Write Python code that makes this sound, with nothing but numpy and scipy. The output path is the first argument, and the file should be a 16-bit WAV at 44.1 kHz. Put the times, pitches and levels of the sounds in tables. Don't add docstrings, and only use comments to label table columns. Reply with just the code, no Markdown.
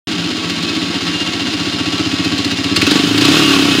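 import sys
import numpy as np
from scipy import signal
from scipy.fft import rfft, irfft, next_fast_len
from scipy.io import wavfile
from scipy.ndimage import map_coordinates

SR = 44100
rng = np.random.default_rng(int(sys.argv[2]) if len(sys.argv) > 2 else 0)


def transcribe(signal):
    frames = np.atleast_2d(signal).T
    limited = np.clip(frames, -1, 1)
    pcm = np.round(limited * 32767).astype(np.int16)
    wavfile.write(sys.argv[1], SR, pcm)


N = 167580

# (time [s], firing rate [1/s])
FIRING_RATE = [(0.0, 15.76), (0.4, 15.63), (0.9, 15.68), (1.25, 15.32), (1.7, 15.28), (2.2, 15.23),
               (2.76, 15.59), (2.83, 20.65), (2.91, 24.86), (3.0, 24.43), (3.1, 28.24), (3.18, 26.6),
               (3.27, 31.56), (3.37, 38.94), (3.45, 34.8), (3.56, 35.02), (3.68, 31.48), (3.8, 29.05)]
# (time [s], opening [0-1])
THROTTLE_OPENING = [(2.74, 0), (2.87, 1)]
IDLE_HZ, FULL_HZ, FIRST_PHASE_CYCLES = 15.5, 38, .09

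# (frequency [Hz], gain [dB])
DRONE_SPECTRUM = [(90, -42), (150, -20.5), (172, -2), (200, -16), (240, -5.5), (285, -6.5), (320, -0.5),
                  (360, -14), (450, -22), (800, -61.5)]
# (time [s], level [dB])
DRONE_LEVEL_DB = [(0, -22.5), (.9, -23), (1.6, -25.5), (2.6, -28), (3.3, -25), (3.8, -26)]
GARAGE_T60_S, GARAGE_DB, BOOM_DB = .35, -10, -17

# (time [s], level [dB])
SING_LEVEL_DB = [(0, -32), (.75, -34), (.9, -33), (1.05, -32), (1.21, -23), (1.32, -29.5), (1.8, -29.5),
                 (2.0, -29), (2.15, -32), (2.6, -30), (2.85, -29), (3.08, -33), (3.37, -26), (3.5, -16.5),
                 (3.6, -38), (3.8, -23)]
SING_HZ, SING_SPREAD_HZ = 2805, 28

# (multiple of firing rate [1], relative level [dB])
ENGINE_ORDERS = [(4, 0), (5, -7), (9, -3), (11, -7)]
# (time [s], level [dB])
ORDER_LEVEL_DB = [(2.8, -36), (3.05, -28), (3.17, -24), (3.28, -24), (3.42, -20), (3.6, -25), (3.75, -23)]

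# (frequency [Hz], gain [dB])
CASE_SPECTRUM = [(150, -21), (450, -3), (850, -3.5), (1250, -2), (1600, -3), (2200, -1), (2700, 0.5),
                 (3300, 0), (4100, -0.5), (5100, -2.5), (5700, -8), (7100, -10), (8000, -18.5), (9500, -20),
                 (11800, -33), (13100, -28), (14000, -34), (16000, -32)]
# (frequency [Hz], level [dB], t60 [s])
FIN_MODES = [(695, -6, 0.038), (1124, -0.5, 0.078), (1299, 1, 0.098), (1557, -7.5, .07), (1868, -4, 0.16),
             (2150, -4, 0.15), (2559, 3.5, 0.14), (2806, 4.5, 0.036), (3040, 4.5, 0.11), (3340, -10, 0.05),
             (3777, 3.5, 0.023), (3974, -0.5, 0.029), (4140, 2.5, 0.095), (4850, -6, 0.083),
             (5130, -1, .05)]
FIN_DB, FIN_WAVER_DB = -5.5, 1

# (time [s], level [dB], crack pitch [Hz])
KNOCK_EVENTS = [(.496, -22.5, 4230), (.626, -24, 4000), (0.746, -27, 3880), (2.115, -28, 4050),
                (2.243, -21, 4260), (2.377, -22.5, 3940), (2.444, -19.5, 4020), (2.508, -23, 4130),
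                (2.638, -21, 4270), (2.76, -9.5, 4400), (2.814, -11, 2350), (2.865, -13.5, 3770),
                (2.909, -12.5, 3780), (2.946, -23, 3800), (3.176, -14, 3800), (3.209, -13, 3800),
                (3.249, -12.5, 3870), (3.277, -19, 3750)]
# (frequency [Hz], gain [dB])
KNOCK_SPECTRUM = [(200, -30), (700, -10), (2000, -2), (3200, -3), (4300, 3), (5500, -6), (7200, -10),
                  (9000, -17), (12000, -25), (16000, -30)]
KNOCK_RISE_S, KNOCK_HOLD_S, KNOCK_DECAY_S = 0.0012, .007, .006
CRACK_DB, CRACK_WIDTH_HZ = -2, 400

# (position after exhaust opens [cycles], level [dB])
TAP_POSITIONS = [(0.129, -8), (.58, -7.5), (.87, -2)]
TAP_DB, TAP_SCATTER_DB, TAP_JITTER_S, TAP_DECAY_S = -6.5, 1.8, 0.0026, 0.023
# (position [cycles], level [dB])
RATTLE_STROKE = [(.02, -1), (.16, -5), (.3, -4.5), (.5, -4.5), (.75, -4.5), (.9, -2.5)]
CHAIN_DB, CHAIN_SCATTER_DB, CHAIN_PER_S_AT_IDLE = -4.5, 2.5, 1600
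# (time [s], level [dB])
CLATTER_LEVEL_DB = [(0, -20), (.35, -22.5), (.75, -21), (1.3, -21), (2.1, -20.5), (2.74, -21), (2.92, -16),
                    (3.14, -21.5), (3.25, -15.5), (3.37, -16.5), (3.55, -18.5), (3.8, -17.5)]

# (frequency [Hz], gain [dB])
ROAR_SPECTRUM = [(200, -9.5), (600, -9.5), (900, -9), (1150, -4), (1550, -0.5), (2000, -12), (2700, 3.5),
                 (4200, -7), (6000, -10), (9000, -17), (13000, -23), (16000, -28)]
ROAR_DB, ROAR_DB_PER_HZ, ROAR_DECAY_NEPER_PER_CYCLE = -15.5, 0.64, 0.29
GULP_SCATTER_DB = 1.4
HONK_HZ, HONK_WIDTH_HZ, HONK_DB, HONK_DB_PER_HZ = 1136, 92, -23, 1.3
HONK_LENGTH_CYCLES, HONK_LEAD_CYCLES = 0.36, .15

# (frequency [Hz], gain [dB])
PIPE_IDLE_SPECTRUM = [(30, -64), (58, -75), (74, -16.5), (90, -8), (122, -4), (147, -31.5), (172, -4),
                      (195, -9.5), (214, -12.5), (240, -22.5), (282, 5.5), (320, -5), (347, -19),
                      (398, -8.5), (450, -43), (700, -27.5), (1400, -64), (5000, -110)]
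# (frequency [Hz], gain [dB])
PIPE_OPEN_SPECTRUM = [(30, -41.5), (70, -34), (100, -8), (122, -15), (153, -7), (200, -12), (250, -8.5),
                      (282, 6.5), (315, -1), (370, -10.5), (395, -7), (500, -22), (800, -46), (1400, -34),
                      (5000, -100)]
# (frequency [Hz], gain [dB])
GAS_SPECTRUM = [(20, -80), (55, -56), (110, -18), (200, 4.5), (280, 3), (380, -1.5), (480, -18), (800, -30),
                (2000, -21), (6000, -76)]
# (time [s], level [dB])
EXHAUST_LEVEL_DB = [(0, -26.5), (1.4, -25), (1.95, -20.5), (2.45, -20), (2.72, -20), (2.83, -15),
                    (2.95, -13.5), (3.12, -16.5), (3.3, -12.5), (3.43, -16.5), (3.6, -14.5), (3.8, -17.5)]
PUFF_SCATTER_DB, PUFF_JITTER_S = .8, .0001
GAS_DB, GAS_THROTTLE_DB, GAS_DECAY_NEPER_PER_CYCLE = -9, -1, 1.2
LAG_HZ, LAG_WIDTH_HZ = 282.4, 150

OVERLOAD, HARDNESS = .97, 14
START_S, TOP_HZ = .072, 15800


def amp(db):
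    return 10 ** (np.asarray(db) / 20)


def unit(x):
    return x / np.sqrt(np.mean(x ** 2) + 1e-20)


def curve(rows):
    return np.interp(np.arange(N) / SR, *np.transpose(rows))


def wobble(knots_per_s):
    knots = rng.standard_normal(int(N * knots_per_s / SR) + 4)
    return map_coordinates(knots, [np.arange(N) * knots_per_s / SR])


def ring(x, response):
    return signal.fftconvolve(x, response)[:N]


def resonate(x, hz, width_hz):
    return signal.lfilter(*signal.iirpeak(hz, hz / width_hz, SR), x)


def colour(x, points, size=16384):
    hz, db = np.transpose(points)
    log_hz = np.log(np.fft.rfftfreq(size, 1 / SR) + 1)
    gain = amp(np.interp(log_hz, np.log(hz), db))
    cepstrum = irfft(np.log(gain))
    cepstrum[1:size // 2] *= 2
    cepstrum[size // 2 + 1:] = 0
    return ring(x, irfft(np.exp(rfft(cepstrum))))


def strikes(times_s, sizes):
    inside = (times_s >= 0) & (times_s < (N - 1) / SR)
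    samples = np.round(times_s[inside] * SR).astype(int)
    return np.bincount(samples, sizes[inside], N)


def passes(cycles, share):
    targets = np.arange(int(cycles[-1]) + 1) + share
    return np.interp(targets, cycles, np.arange(N) / SR, left=-1, right=-1)


def garage(x, wet_db):
    t = np.arange(SR // 2) / SR
    tail = rng.standard_normal(len(t)) * amp(-60 * t / GARAGE_T60_S) * (t > .005)
    return x + amp(wet_db) * ring(x, tail / np.linalg.norm(tail))


def metal(blows, spectrum):
    t = np.arange(SR // 4) / SR
    fins = np.zeros(len(t))
    for hz, db, t60_s in FIN_MODES:
        decay = amp(db - 60 * t / t60_s) / np.sqrt(t60_s)
        fins += decay * np.sin(2 * np.pi * (hz * t + rng.random()))
    case = garage(unit(colour(blows, spectrum)), GARAGE_DB)
    fin_gain = amp(FIN_DB + FIN_WAVER_DB * wobble(5.6))
    return unit(case + fin_gain * unit(ring(blows, fins)))


def drone():
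    return unit(colour(rng.standard_normal(N), DRONE_SPECTRUM)) * amp(curve(DRONE_LEVEL_DB))


def sing(cycles):
    phase = np.cumsum(SING_HZ + SING_SPREAD_HZ * wobble(90)) / SR
    pump_db = 4.8 * np.cos(2 * np.pi * (cycles - .1)) + 1.3 * wobble(45)
    return unit(np.sin(2 * np.pi * phase) * amp(pump_db)) * amp(curve(SING_LEVEL_DB))


def growl(cycles):
    tones = np.zeros(N)
    for order, db in ENGINE_ORDERS:
        tones += amp(db + 1.9 * wobble(4.97)) * np.sin(2 * np.pi * order * cycles)
    return tones * curve(THROTTLE_OPENING) * amp(curve(ORDER_LEVEL_DB))


def knocks():
    bursts, cracks = np.zeros(N), np.zeros(N)
    for start_s, db, hz in KNOCK_EVENTS:
        t = np.maximum(np.arange(N) / SR - start_s, 0)
        rise = 1 - np.exp(-t / KNOCK_RISE_S)
        fall = np.exp(-np.clip(t - KNOCK_HOLD_S, 0, .5) / KNOCK_DECAY_S)
        shape = amp(db) * rise * fall
        burst_noise, crack_noise = rng.standard_normal((2, N))
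        bursts += shape * burst_noise
        cracks += shape * unit(resonate(crack_noise, hz, CRACK_WIDTH_HZ))
    body = metal(bursts, KNOCK_SPECTRUM) * np.std(bursts)
    return body + amp(CRACK_DB) * garage(cracks, GARAGE_DB)


def valve_taps(rate_hz, cycles):
    hits = np.zeros(N)
    for share, db in TAP_POSITIONS:
        times_s = passes(cycles, share)
        jitter, scatter = rng.standard_normal((len(times_s), 2)).T
        hits += strikes(times_s + TAP_JITTER_S * jitter, amp(db + TAP_SCATTER_DB * scatter))
    decay = np.exp(-np.arange(SR // 10) / SR / TAP_DECAY_S)
    return ring(hits / np.sqrt(rate_hz), decay) * rng.standard_normal(N)


def chain(rate_hz, cycles):
    chance = CHAIN_PER_S_AT_IDLE * rate_hz / IDLE_HZ / SR
    links = (rng.random(N) < chance) * rng.choice([-1, 1], N) / np.sqrt(rate_hz)
    stroke_db = np.interp(cycles, *np.transpose(RATTLE_STROKE), period=1)
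    return links * amp(CHAIN_SCATTER_DB * rng.standard_normal(N) + stroke_db)


def clatter(rate_hz, cycles):
    taps = amp(TAP_DB) * unit(valve_taps(rate_hz, cycles))
    links = amp(CHAIN_DB) * unit(chain(rate_hz, cycles))
    return metal(taps + links, CASE_SPECTRUM) * amp(curve(CLATTER_LEVEL_DB))


def roar(rate_hz, cycles):
    fade = np.exp(-ROAR_DECAY_NEPER_PER_CYCLE * (cycles % 1))
    gulps = rng.standard_normal(N) * fade * amp(GULP_SCATTER_DB * wobble(110))
    gulps = metal(gulps, ROAR_SPECTRUM)
    gate = 1 / (1 + np.exp(((cycles + HONK_LEAD_CYCLES) % 1 - HONK_LENGTH_CYCLES) * 20))
    honk = resonate(rng.standard_normal(N) * gate, HONK_HZ, HONK_WIDTH_HZ)
    honk = unit(resonate(honk, HONK_HZ, 2 * HONK_WIDTH_HZ))
    over_hz = rate_hz - FULL_HZ
    gulps = gulps * amp(ROAR_DB + ROAR_DB_PER_HZ * over_hz)
    honk = honk * amp(HONK_DB + HONK_DB_PER_HZ * over_hz)
    return curve(THROTTLE_OPENING) * (gulps + honk)


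def exhaust(rate_hz, cycles):
    times_s = passes(cycles, 0)
    jitter, scatter = rng.standard_normal((len(times_s), 2)).T
    puffs = strikes(times_s + PUFF_JITTER_S * jitter, amp(PUFF_SCATTER_DB * scatter))
    puffs = puffs / np.sqrt(rate_hz)
    opening = np.clip(curve(THROTTLE_OPENING), 0, 1)
    lazy = puffs - 2 * resonate(puffs, LAG_HZ, LAG_WIDTH_HZ)
    idle_pipe = np.sqrt(1 - opening) * unit(colour(lazy, PIPE_IDLE_SPECTRUM))
    open_pipe = np.sqrt(opening) * unit(colour(puffs, PIPE_OPEN_SPECTRUM))
    fade = np.exp(-GAS_DECAY_NEPER_PER_CYCLE * (cycles % 1))
    rush = unit(colour(rng.standard_normal(N) * fade, GAS_SPECTRUM))
    rush = amp(GAS_DB + GAS_THROTTLE_DB * opening) * rush
    return garage(idle_pipe + open_pipe + rush, BOOM_DB) * amp(curve(EXHAUST_LEVEL_DB))


def scene():
    rate_hz = curve(FIRING_RATE)
    cycles = FIRST_PHASE_CYCLES + np.cumsum(rate_hz) / SR
    background = drone() + sing(cycles) + growl(cycles)
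    engine = knocks() + clatter(rate_hz, cycles) + roar(rate_hz, cycles) + exhaust(rate_hz, cycles)
    return (background + engine)[None]


def record(dry):
    x = dry * (np.arange(N) / SR > START_S)
    x = x / (1 + np.abs(x / OVERLOAD) ** HARDNESS) ** (1 / HARDNESS)
    size = next_fast_len(N + SR // 2)
    passband = np.fft.rfftfreq(size, 1 / SR) < TOP_HZ
    return irfft(rfft(x, size) * passband, size)[:, :N]


dry = scene()
out = record(dry)
transcribe(out)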